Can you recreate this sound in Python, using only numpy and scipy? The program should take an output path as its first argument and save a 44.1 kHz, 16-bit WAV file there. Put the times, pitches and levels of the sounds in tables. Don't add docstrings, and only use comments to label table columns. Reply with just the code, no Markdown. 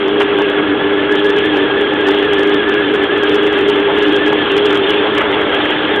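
import sys
import numpy as np
from scipy import signal
from scipy.fft import rfft, irfft
from scipy.io import wavfile

SR = 44100
rng = np.random.default_rng(int(sys.argv[2]) if len(sys.argv) > 2 else 0)


def file_out(sig):
    cols = np.atleast_2d(sig).T
    lim = np.clip(cols, -1, 1)
    pcm = np.round(lim * 32767).astype(np.int16)
    wavfile.write(sys.argv[1], SR, pcm)


N = 264600
TIME = np.arange(N) / SR

# time in seconds, level of the fourth motor order in dB.
BODY_HUM = [(0, -17.5), (1.0, -17), (1.4, -15.5), (1.95, -17.5), (2.3, -15.5), (3.0, -16.5), (3.7, -15),
            (4.3, -16.5), (4.65, -14.5), (5.05, -18.5), (5.45, -22), (6.0, -22.5)]
# time in seconds, whine before the cover resonance in dB, tooth rattle in dB.
GEARBOX_LEVELS = [(0, -34.5, -25), (.45, -29.5, -26), (.7, -25, -25), (1.4, -24.3, -23.5),
                  (2.1, -25, -22.5), (2.85, -22.5, -24), (3.85, -30, -22.5), (4.15, -22, -22.5),
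                  (4.5, -30, -22.5), (4.9, -28.5, -20.5), (5.3, -28, -24.5), (5.55, -27.5, -20.5),
                  (6.0, -23, -23)]
# frequency in Hz, width in Hz, relative gain in dB.
HOUSING_MODES = [(1630, 300, -2), (2684, 310, 0), (2970, 330, 0), (3282, 250, 1)]
# moment of the peak in seconds,
# level in dB, time from the peak to 1/e of it in seconds, favoured panel pitch in Hz.
KNOCKS_AND_CHATTER = [(0.212, -13.5, 0.012, 1250), (0.219, -14, 0.0068, 2950), (0.404, -18, 0.022, 710),
                      (0.589, -18, 0.016, 1500), (2.089, -17.5, 0.014, 820), (3.909, -17, 0.022, 790),
                      (4.328, -10.5, 0.0044, 810), (4.907, -22, 0.041, 3020), (5.062, -17.5, 0.016, 735),
                      (5.183, -18, 0.016, 2170), (5.214, -12, 0.01, 1400), (5.37, -19, 0.0069, 820)]
# frequency in Hz, width in Hz, relative gain in dB.
PANEL_MODES = [(536, 83, 1), (830, 150, -1.5), (1136, 130, -4), (1417, 130, -2.5), (2207, 250, -2),
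               (2740, 280, -3.5), (3060, 190, 1.5)]
# time in seconds, level in dB.
ROAD_LEVEL = [(0, -21.5), (0.8, -21.5), (2.7, -21), (3.9, -21), (5.0, -20.5), (5.4, -17.5), (6.0, -20)]
# frequency in Hz, width before widening in Hz, relative gain in dB.
HOLLOW_WHEEL_MODES = [(452, 147, 1), (587.6, 146, 0), (833, 138, 1.5), (1130, 265, -3), (1365, 322, -1),
                      (2041, 420, -4)]
# frequency in Hz, relative density in dB per Hz.
SHELL_SPECTRUM = [(20, -26), (80, -7), (160, -5.5), (250, 1), (350, 6), (450, 6.5), (560, -4.5),
                  (800, -19.5), (2000, -51.5)]
# frequency in Hz, gain in dB.
NARROW_BAND = [(20, 1), (3480, -0.5), (3620, -2), (4000, -9.0), (4450, -21.0), (5000, -71.0), (20000, -94.5)]

MOTOR_HZ, TOOTH_HZ = 101.13, 1696
PINION_TEETH = 16
GEAR_TURN_HZ = 6.51
HUM_LEAD, WHINE_LEAD = -.03, .44
HUM_SURGE, WHINE_SURGE = .013, .03003
SURGE_GROWTH_PER_S = .088
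HUM_SLIP, WHINE_SLIP = .016, .009
START_SAG, PICKUP_S = .011, .9

THIRD_DB, THIRD_FOLLOW = -21.5, .5
THIRD_THROB_DB, THIRD_THROB_LEAD = 1.5, .33
SECOND_HUM_DB = -10
HUM_WAVER_DB, HUM_WAVER_HZ = 1.83, 7

COVER_HZ, COVER_HALF_WIDTH_HZ = 1720, 140
WHINE_WAVER_DB, WHINE_WAVER_HZ = 1.5, 6.5
PINION_DB, OCTAVES_DB = -32.5, -8.5
RATTLE_WAVER_DB, RATTLE_WAVER_HZ = .87, 7.9

PANEL_FAVOUR_DB_PER_OCTAVE = 11
TAPS_PER_S = 3000
WHEEL_WIDENING = 1.59
SHELL_DB = -22
CLIP_LEVEL, TOP_HZ = .71, 15900


def undb(db):
    return 10 ** (np.asarray(db) / 20)


def unit(x):
    return x / np.sqrt(np.mean(x ** 2))


def curves(table):
    times, *columns = np.transpose(table)
    return [np.interp(TIME, times, column) for column in columns]


def colour(x, points):
    hz, db = np.transpose(points)
    bins = np.maximum(np.fft.rfftfreq(N, 1 / SR), 1)
    gain = undb(np.interp(np.log(bins), np.log(hz), db))
    return unit(irfft(rfft(x) * gain, N))


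def ring(x, modes):
    total = np.zeros(N)
    for k, (hz, width, db) in enumerate(modes):
        b, a = signal.iirpeak(hz, hz / width, fs=SR)
        total += (-1) ** k * undb(db) * signal.lfilter(b, a, x)
    return total


def flutter(hz):
    slow = signal.lfilter(*signal.butter(1, hz, fs=SR), rng.standard_normal(N))
    return unit(signal.lfilter(*signal.butter(1, 4 * hz, fs=SR), slow))


def gear_swing(lead):
    return np.cos(2 * np.pi * (GEAR_TURN_HZ * TIME + lead))


def turns(hz, depth, lead, slip, slip_hz):
    settling = 1 - START_SAG * np.exp(-TIME / PICKUP_S)
    modulation = 1 + depth * gear_swing(lead) + slip * flutter(slip_hz)
    return np.cumsum(hz * settling * modulation) / SR


def partial(cycles, order, rough, rough_hz):
    shake = 1 + rough * (flutter(rough_hz) + 1j * flutter(rough_hz))
    rotation = np.exp(2j * np.pi * (order * cycles + rng.random()))
    return unit(np.real(shake * rotation))


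def motor_hum(shaft, mesh):
    fourth_db, = curves(BODY_HUM)
    third_db = THIRD_DB + THIRD_FOLLOW * (fourth_db - fourth_db.mean())
    third_db = third_db + THIRD_THROB_DB * gear_swing(THIRD_THROB_LEAD)
    third = partial(shaft, order=3, rough=.26, rough_hz=16)
    fourth = partial(shaft, order=4, rough=.17, rough_hz=18)
    other = partial(mesh / PINION_TEETH, order=4, rough=.17, rough_hz=18)
    hum = np.zeros(N)
    for db, tone in [(third_db, third), (fourth_db, fourth + undb(SECOND_HUM_DB) * other)]:
        waver = undb(HUM_WAVER_DB * flutter(HUM_WAVER_HZ))
        hum += undb(db) * unit(tone * waver)
    return hum


def gear_whine(shaft, mesh):
    whine_db, rattle_db = curves(GEARBOX_LEVELS)
    tooth_rate = np.gradient(mesh) * SR
    swell = 1 / np.hypot(1, (tooth_rate - COVER_HZ) / COVER_HALF_WIDTH_HZ)
    whine = swell * partial(mesh, order=1, rough=.6, rough_hz=30)
    pinion = partial(shaft, order=PINION_TEETH, rough=.9, rough_hz=20)
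    octaves = partial(mesh, order=2, rough=.8, rough_hz=25)
    octaves += partial(shaft, order=2 * PINION_TEETH, rough=.9, rough_hz=25)
    waver_db = WHINE_WAVER_DB * flutter(WHINE_WAVER_HZ)
    return (undb(whine_db + waver_db) * whine + undb(PINION_DB) * pinion
            + undb(rattle_db + OCTAVES_DB) * octaves)


def gear_rattle(shaft):
    _, rattle_db = curves(GEARBOX_LEVELS)
    load = undb(1.8 * np.cos(2 * np.pi * shaft) + RATTLE_WAVER_DB * flutter(RATTLE_WAVER_HZ))
    rattle = np.zeros(N)
    for mode in HOUSING_MODES:
        strength = undb(2.1 * flutter(15))
        rattle += strength * ring(load * rng.standard_normal(N), [mode])
    return undb(rattle_db) * unit(rattle)


def knocks_and_chatter():
    out = np.zeros(N)
    for peak_s, db, length, favoured_hz in KNOCKS_AND_CHATTER:
        panels = []
        for hz, width, gain_db in PANEL_MODES:
            octaves_away = abs(np.log2(hz / favoured_hz))
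            panels.append((hz, width, gain_db - PANEL_FAVOUR_DB_PER_OCTAVE * octaves_away))
        envelope = np.exp(-((TIME - peak_s) / length) ** 2)
        out += undb(db) * envelope * unit(ring(rng.standard_normal(N), panels))
    return out


def wheel_crunch():
    road_db, = curves(ROAD_LEVEL)
    crunch = np.zeros(N)
    for hz, width, db in HOLLOW_WHEEL_MODES:
        hit = rng.random(N) < TAPS_PER_S / SR
        taps = hit * rng.standard_normal(N) * undb(1.5 * rng.exponential(size=N))
        swell = undb(1.6 * flutter(12))
        mode = [(hz, WHEEL_WIDENING * width, 0)]
        crunch += undb(db) * swell * ring(ring(taps, mode), mode)
    return undb(road_db) * unit(crunch)


def shell_rumble():
    return undb(SHELL_DB) * colour(rng.standard_normal(N), SHELL_SPECTRUM)


def scene():
    whine_surge = WHINE_SURGE * (1 + SURGE_GROWTH_PER_S * TIME)
    shaft = turns(MOTOR_HZ, HUM_SURGE, HUM_LEAD, HUM_SLIP, slip_hz=9)
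    mesh = turns(TOOTH_HZ, whine_surge, WHINE_LEAD, WHINE_SLIP, slip_hz=14)
    drives = motor_hum(shaft, mesh) + gear_whine(shaft, mesh) + gear_rattle(shaft)
    return (drives + knocks_and_chatter() + wheel_crunch() + shell_rumble())[None]


def record(dry):
    hz, db = np.transpose(NARROW_BAND)
    gain = undb(np.interp(np.fft.rfftfreq(N, 1 / SR), hz, db))
    narrow = irfft(rfft(dry) * gain, N)
    clipped = np.clip(narrow, -CLIP_LEVEL, CLIP_LEVEL)
    low_pass = signal.ellip(8, .2, 70, TOP_HZ, fs=SR, output="sos")
    return signal.sosfilt(low_pass, clipped)


dry = scene()
out = record(dry)
file_out(out)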